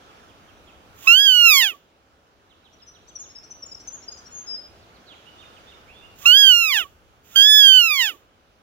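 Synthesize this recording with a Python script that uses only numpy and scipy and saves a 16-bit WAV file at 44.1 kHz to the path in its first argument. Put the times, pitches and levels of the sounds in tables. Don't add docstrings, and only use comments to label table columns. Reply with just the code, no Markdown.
import sys
import numpy as np
from scipy import signal
from scipy.fft import rfft, irfft, next_fast_len
from scipy.io import wavfile
from scipy.ndimage import uniform_filter1d, minimum_filter1d, map_coordinates

SR = 44100
rng = np.random.default_rng(int(sys.argv[2]) if len(sys.argv) > 2 else 0)


def persist_wave(psi):
    counts = np.round(np.clip(psi, -1, 1) * 32767).astype(np.int16)
    wavfile.write(sys.argv[1], SR, np.atleast_2d(counts).T)


N = 380141

# freq_hz, density_db
RUMBLE_SPECTRUM = [(15, -21), (30, -8), (65, 0.5), (100, -2), (160, -14), (400, -38.5)]
# time_s, level_db
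RUMBLE_SWELL = [(0, -67.5), (.9, -61), (1.3, -64.5), (2.6, -64.5), (4.3, -64), (5.3, -66.5), (6.9, -57.5),
                (7.75, -65.5), (8.6, -63.5)]
# freq_hz, density_db
WASH_SPECTRUM = [(70, -23), (160, -3.5), (280, -2), (550, -2.5), (800, -6.5), (1400, -22.5), (3000, -49.5)]
# freq_hz, density_db
LEAF_SPECTRUM = [(400, -19), (850, 0), (1350, 3), (1950, -6), (2900, -4), (4200, -10.5), (6700, -14),
                 (7900, -24), (11500, -26), (15500, -27)]
# centre_s, half_length_s, boost_db
GUSTS = [(0.125, .2, 3), (4.453, .22, 1.5), (5.55, .33, 3)]
# freq_hz, correlation
COHERENCE = [(50, 0.37), (100, 0.67), (190, 0.93), (500, 0.72), (1200, .5), (3000, .15), (8000, 0.046)]

# first_s, last_s, spacing_s, top_hz, level_db
FLICK_RUNS = [(0.084, 0.663, .193, 3550, -64), (2.49, 3.227, .147, 4045, -57),
              (4.809, 5.064, .126, 4860, -62), (5.101, 5.698, .15, 3430, -55.5)]
# start_s, length_s, pitch_hz, start_below_ratio, level_db
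SLURS = [(5.058, 0.081, 3030, -0.58, -54), (5.25, 0.064, 2950, 0.062, -54.5),
         (5.374, 0.054, 3660, 0.045, -55), (5.662, 0.051, 3700, 0.094, -53.5),
         (5.869, 0.069, 2840, .3, -54.5), (5.919, .11, 3580, 0.082, -57),
         (6.014, 0.059, 2876, 0.086, -53.5)]
# freq_hz, t60_s
TREE_DECAY = [(300, .3), (1200, .4), (3000, 0.51), (6000, 0.42), (12000, 0.17)]

# time_s, pitch_hz
BLEAT_PITCH = [
    [(1.078, 1312), (1.126, 1400), (1.18, 1581), (1.21, 1651), (1.228, 1665), (1.252, 1656), (1.288, 1545),
     (1.353, 1463), (1.413, 1428), (1.461, 1384), (1.497, 1306), (1.545, 1146), (1.599, 1047), (1.623, 937),
     (1.734, 593)],
    [(6.263, 1368), (6.281, 1416), (6.311, 1445), (6.359, 1605), (6.389, 1667), (6.413, 1656),
     (6.484, 1553), (6.526, 1442), (6.544, 1419), (6.592, 1398), (6.622, 1363), (6.682, 1253),
     (6.706, 1170), (6.754, 907), (6.844, 579)],
    [(7.364, 1590), (7.406, 1605), (7.448, 1679), (7.484, 1725), (7.532, 1722), (7.585, 1709),
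     (7.633, 1639), (7.729, 1532), (7.783, 1503), (7.831, 1390), (7.867, 1335), (7.909, 1232),
     (7.969, 1107), (8.082, 784), (8.128, 584)],
]
# time_s, level_db
BLEAT_LEVEL = [
    [(1.076, -11.5), (1.128, -9.5), (1.16, -13.5), (1.235, -15.5), (1.298, -12.5), (1.335, -15.5),
     (1.43, -12.5), (1.458, -10), (1.51, -14.5), (1.64, -17), (1.698, -26.5), (1.74, -50)],
    [(6.26, -12.5), (6.33, -12.5), (6.36, -13.5), (6.47, -13.5), (6.5, -11), (6.68, -24), (6.75, -21),
     (6.785, -21.5), (6.816, -27), (6.85, -46.5)],
    [(7.36, -17), (7.4, -14), (7.47, -15.5), (7.775, -11.5), (7.86, -20.5), (7.895, -24), (7.915, -20.5),
     (7.94, -24), (7.98, -24), (8.003, -19), (8.095, -28.5), (8.14, -58)],
]
# push_db, surge_s, surge_half_s, surge_twang_db, surge_buzz_db,
# hiss_db, lead_in_s, whistle_hz, ring_db
BLEAT_DELIVERY = [(7.5, 1.54, 0.083, 8.5, 13.5, -40.5, 0.086, 1100, -38),
                  (8, 6.405, .03, 3, 2.5, -42.5, 0.067, 1150, -36.5),
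                  (9.5, 7.56, .06, 2, 8.5, -44.5, 0.1, 1380, -45.5)]
# freq_hz, gain_db
CALLER_RESONANCE = [(550, -22.5), (900, -19.5), (1150, -12), (1700, -9), (2300, -6.5), (2900, 3),
                    (3400, -1.5), (4100, -14.5), (5000, -12), (6100, -19.5), (6900, -17.5), (8200, -37.5),
                    (9900, -31.5), (11700, -24), (13500, -23.5), (15200, -20)]
# freq_hz, density_db
HISS_SPECTRUM = [(100, -48.5), (400, -18.5), (800, -7.5), (1150, -8), (2000, -7), (2900, -1.5), (3500, -1),
                 (4300, -14.5), (5700, -5), (6900, 0), (8300, -17.5), (10500, -19.5), (12000, -6.5),
                 (13000, -7.5), (15300, -1)]
# freq_hz, density_db
SIZZLE_SPECTRUM = [(3500, -29), (5600, -12.5), (6900, -7.5), (8300, -20.5), (10500, -9), (12000, -2),
                   (13000, -6.5), (15200, 0)]
# freq_hz, density_db
PUFF_SPECTRUM = [(100, -49), (280, -2.5), (380, 0.5), (600, -10), (1000, -17.5), (2000, -36)]
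# left_delay_ms, right_delay_ms, level_db
BOUNCES = [(1.05, 1.6, -24.5), (3.3, 4.1, -29), (7.6, 8.006, -28.5)]

# start_s, top_hz, level_db
ARCHES = [(2.72, 5860, -55), (3.072, 6110, -46.5), (3.291, 5520, -47), (3.425, 5820, -45.5),
          (3.791, 5950, -46), (4.017, 5650, -49), (4.168, 6020, -48.5), (4.251, 5700, -46.5)]
# start_s, length_s, pitch_hz, level_db
TINKLES = [(2.817, 0.027, 5110, -45), (2.862, 0.047, 5830, -42.5), (3.15, 0.025, 5765, -30.5),
           (3.186, 0.051, 6545, -34.5), (3.349, 0.028, 5220, -36.5), (3.378, .013, 5460, -37.5),
           (3.503, 0.026, 5900, -34.5), (3.62, 0.025, 5534, -34), (3.657, 0.017, 6780, -38),
           (3.71, 0.029, 5144, -37), (3.744, 0.013, 5550, -36.5), (3.87, 0.028, 6074, -33),
           (3.919, 0.047, 6610, -37), (4.078, 0.02, 4984, -31.5), (4.113, 0.022, 6540, -41),
           (4.303, 0.14, 6470, -38.5), (4.462, 0.11, 5064, -31)]

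WASH_DB, LEAVES_DB = -56, -55.5
LEFT_LAG_MS = .51
FLICK_S, FLICK_END_RATIO, FLICK_SCATTER_DB = 0.053, .56, 2.5
HELD_TONE_DB = -12.5
TWANG_DB, TWANG_DB_PER_DB = -24, 0.39
BUZZ_DB, BUZZ_DB_PER_DB = -33.5, .12
DULL_S, DULL_DB, RING_HZ = 0.11, 24.5, 1140
DROP_RATIO, DROP_BASE_HZ = .35, 4400
ARCH_S, ARCH_START_RATIO, ARCH_END_RATIO = 0.0364, .88, .96
CEILING, HOLD_S, RECOVER_DB_PER_S, TOP_HZ = 0.94, 0.78, 4.5, 15900


def amp(db):
    return 10 ** (np.asarray(db) / 20)


def unit(x):
    return x / np.sqrt(np.mean(x ** 2) + 1e-20)


def at_hz(rows, hz):
    freq_hz, values = np.transpose(rows)
    return np.interp(np.log(hz + 1), np.log(freq_hz + 1), values)


def at_time(rows, t):
    return np.interp(t, *np.transpose(rows))


def wobble(rate_hz, size):
    knots = rng.standard_normal(int(size * rate_hz / SR) + 4)
    return map_coordinates(knots, [np.arange(size) * rate_hz / SR])


def filtered(x, response):
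    n = x.shape[-1]
    m = next_fast_len(n + 8192)
    return irfft(rfft(x, m) * response(np.fft.rfftfreq(m, 1 / SR)), m)[..., :n]


def delayed(x, ms):
    return filtered(x, lambda hz: np.exp(-2j * np.pi * hz * ms / 1000))


def add(track, start_s, sound):
    part = track[round(start_s * SR):][:len(sound)]
    part += sound[:len(part)]


def placed(x, left_db, left_lead_ms):
    return np.array([amp(left_db) * delayed(x, -left_lead_ms), x])


def moving_air(spectrum, patchy_db):
    bins = signal.stft(rng.standard_normal((2, N)), nperseg=512)[2]
    patches = uniform_filter1d(rng.standard_normal(bins.shape[1:]), size=6, axis=0)
    patches = unit(uniform_filter1d(patches, size=14, axis=1))
    pair = signal.istft(bins * amp(patchy_db * patches), nperseg=512)[1][:, :N]

    def mid_side(hz):
        width_rad = np.arccos(at_hz(COHERENCE, hz)) / 2
        return amp(at_hz(spectrum, hz)) * [np.cos(width_rad), np.sin(width_rad)]

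    mid, side = filtered(pair, mid_side)
    return unit(np.array([mid + side, mid - side]))


def breeze():
    t = np.arange(N) / SR
    gust_db = sum(db * np.exp(-((t - centre_s) / half_s) ** 2) for centre_s, half_s, db in GUSTS)
    rumble_db = at_time(RUMBLE_SWELL, t) + 4.5 + wobble(6.5, N)
    rumble = amp(rumble_db) * moving_air(RUMBLE_SPECTRUM, patchy_db=0.5) * amp([[1], [-1]])
    wash = amp(WASH_DB + .2 * gust_db) * moving_air(WASH_SPECTRUM, patchy_db=0.45)
    leaves = amp(LEAVES_DB + gust_db) * moving_air(LEAF_SPECTRUM, patchy_db=1.35) * amp([[-1.5], [1.2]])
    return rumble + wash + np.array([delayed(leaves[0], LEFT_LAG_MS), leaves[1]])


def bird_note(length_s, pitch_hz, waver, reed=0):
    n = int(length_s * SR)
    u = np.linspace(0, 1, n)
    hz = pitch_hz(u) * (1 + waver * wobble(700, SR // 4)[:n])
    phase = 2 * np.pi * np.cumsum(hz) / SR
    flanks = np.sin(phase * 3 / 4) + np.sin(phase * 5 / 4)
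    swell = np.sin(np.pi * u ** 1.1) * amp(0.72 * wobble(80, SR // 4)[:n])
    return swell * (np.sin(phase) + reed * flanks)


def far_bird():
    song = np.zeros(N)
    for first_s, last_s, spacing_s, top_hz, db in FLICK_RUNS:
        fall_hz = lambda u: top_hz * (1 - (1 - FLICK_END_RATIO) * u ** 1.6)
        for start_s in np.linspace(first_s, last_s, round((last_s - first_s) / spacing_s) + 1):
            flick = bird_note(FLICK_S, fall_hz, waver=.05)
            add(song, start_s, amp(db + FLICK_SCATTER_DB * rng.standard_normal()) * flick)
    for start_s, length_s, hz, below, db in SLURS:
        bend_hz = lambda u: hz * (1 - below * (1 - u) ** 1.8)
        add(song, start_s, amp(db) * bird_note(length_s, bend_hz, waver=0.025, reed=0.092))
    direct = amp(9.5) * placed(song, left_db=-11.5, left_lead_ms=0.075)
    return direct + amp([[-2], [2]]) * tree_scatter(song)


def tree_scatter(x):
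    hz, t, bins = signal.stft(rng.standard_normal((2, SR * 3 // 4)), SR, nperseg=256)
    decay = amp(-60 * t / at_hz(TREE_DECAY, hz)[:, None])
    build_up = 1 - np.exp(-t / 0.025)
    tail = signal.istft(bins * decay * build_up, SR, nperseg=256)[1]
    return signal.fftconvolve(x[None], tail / np.linalg.norm(tail[0]), axes=1)[:, :N]


def reed_voice(pitch_hz, phase, slack, body_db, twang_db, buzz_db):
    k = np.arange(1, 25)[:, None]
    hz = k * pitch_hz
    shimmer_db = np.array([wobble(28, len(phase)) for _ in k]) * (np.minimum(0.5 * k, 4) + 0.4 * slack)
    emphasis_db = (k == 2) * 7 + (k == 4) * 4 * slack
    in_band = np.clip((TOP_HZ - hz) / 500, 0, 1)
    gain = amp(at_hz(CALLER_RESONANCE, hz) + emphasis_db + shimmer_db) * in_band
    partials = gain * np.sin(k * phase)
    body = np.clip((4200 - hz) / 600, 0, 1)
    buzz = np.clip((hz - 8000) / 1000, 0, 1)
    voice = np.zeros(len(phase))
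    for band, db in [(body, body_db), (1 - body - buzz, twang_db), (buzz, buzz_db)]:
        band_rms = np.sqrt(np.sum((band * gain) ** 2, 0) / 2 + 1e-12)
        voice += amp(db) * np.sum(band * partials, 0) / band_rms
    return voice


def breath(spectrum, n):
    return unit(filtered(rng.standard_normal(n), lambda hz: amp(at_hz(spectrum, hz))))


def bleat(pitch_rows, level_rows, surge_s, surge_half_s, surge_twang_db, surge_buzz_db,
          hiss_db, lead_in_s, whistle_hz, ring_db):
    on_s, off_s = level_rows[0][0], level_rows[-1][0]
    t = np.arange(on_s - .25, off_s + .15, 1 / SR)
    n = len(t)
    glide_hz = uniform_filter1d(at_time(pitch_rows, t), size=SR // 50)
    slack = np.clip((1380 - glide_hz) / 400, 0, 1)
    scoop = 1 - 0.083 * np.exp(-np.maximum(t - on_s + 0.0033, 0) / 0.0017)
    drift = .0008 * wobble(40, n) + .002 * slack * wobble(110, n)
    jitter = (0.0014 + 0.0085 * slack) * wobble(520, n)
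    pitch_hz = glide_hz * scoop * (1 + drift + jitter)
    phase = 2 * np.pi * np.cumsum(pitch_hz) / SR

    level_db = at_time(level_rows, t)
    swing_db = level_db - HELD_TONE_DB
    surge = np.exp(-((t - surge_s) / surge_half_s) ** 4)
    dulling_db = DULL_DB * np.clip((t - off_s) / DULL_S + 1, 0, 2) ** 2
    twang_db = TWANG_DB + TWANG_DB_PER_DB * swing_db + surge_twang_db * surge - 1.5 * dulling_db
    buzz_db = BUZZ_DB + BUZZ_DB_PER_DB * swing_db + surge_buzz_db * surge - dulling_db
    voice = reed_voice(pitch_hz, phase, slack, level_db + 4, twang_db, buzz_db)
    before_s, after_s = np.maximum(on_s - t, 0), np.maximum(t - on_s, 0)
    flutter = amp(0.31 * slack * wobble(90, n))
    gate = flutter * np.exp(-before_s / 0.0016 - np.maximum(t - off_s + .008, 0) / 0.0069)

    fade_db = 95 * before_s + 390 * np.maximum(before_s - lead_in_s, 0) + 120 * after_s
    lead_in = amp(hiss_db - fade_db + 2 * wobble(60, n))
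    pulses = (1 + np.cos(phase)) * gate
    rasp = amp(level_db - 34 + 21 * slack) * pulses
    sizzle = amp(buzz_db - 19 + 7 * slack) * pulses * breath(SIZZLE_SPECTRUM, n)
    release = amp(-190 * np.abs(t - off_s + 0.017))
    puff = release * (amp(-50.5) * breath(PUFF_SPECTRUM, n) + amp(-49) * breath(HISS_SPECTRUM, n))

    whistle = amp(hiss_db + 10.5 - 990 * np.abs(t - on_s)) * np.sin(2 * np.pi * whistle_hz * t)
    ring_phase = 2 * np.pi * RING_HZ * t + .5 * wobble(60, n)
    ring = amp(ring_db - 880 * np.abs(t - off_s - .006)) * np.sin(ring_phase)
    hiss = (lead_in + rasp) * breath(HISS_SPECTRUM, n)
    return t[0], gate * voice + hiss + sizzle + puff + whistle + ring


def reed_bleats():
    calls = np.zeros(N)
    for pitch_rows, level_rows, (push_db, *delivery) in zip(BLEAT_PITCH, BLEAT_LEVEL, BLEAT_DELIVERY):
        start_s, call = bleat(pitch_rows, level_rows, *delivery)
        add(calls, start_s, amp(push_db) * call)
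    bright = filtered(calls, lambda hz: hz / (hz + 3000))
    bounces = sum(amp(db + 7.5) * np.array([delayed(bright, left_ms), delayed(bright, right_ms)])
                  for left_ms, right_ms, db in BOUNCES)
    return placed(calls, left_db=-10.5, left_lead_ms=0.087) + bounces + amp(-44.5) * tree_scatter(calls)


def near_bird():
    song = np.zeros(N)
    for start_s, length_s, hz, db in TINKLES:
        drop_hz = lambda u: hz + DROP_RATIO * (hz - DROP_BASE_HZ) * (1 - u) ** 4.1
        add(song, start_s, amp(db) * bird_note(length_s, drop_hz, waver=0.0024))
    arch = np.poly1d(np.polyfit([0, .5, 1], [ARCH_START_RATIO, 1, ARCH_END_RATIO], 2))
    for start_s, top_hz, db in ARCHES:
        add(song, start_s, amp(db) * bird_note(ARCH_S, lambda u: top_hz * arch(u), waver=.003, reed=0.17))
    return placed(song, left_db=5.5, left_lead_ms=-LEFT_LAG_MS) + amp(-6.5) * tree_scatter(song)


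def scene():
    return reed_bleats() + near_bird() + far_bird() + breeze()


def record(dry):
    peak = np.abs(dry).max(axis=0) + 1e-9
    needed_db = 20 * np.log10(np.minimum(CEILING / peak, 1))
    half_hold = int(HOLD_S * SR) // 2
    held_db = minimum_filter1d(needed_db, size=2 * half_hold + 1, origin=half_hold, mode="nearest")
    recovery_db = RECOVER_DB_PER_S * np.arange(N) / SR
    gain_db = np.minimum.accumulate(held_db - recovery_db) + recovery_db
    gain_db = uniform_filter1d(minimum_filter1d(gain_db, size=SR // 400), size=SR // 400)
    return filtered(dry * amp(gain_db), lambda hz: hz < TOP_HZ)


dry = scene()
out = record(dry)
persist_wave(out)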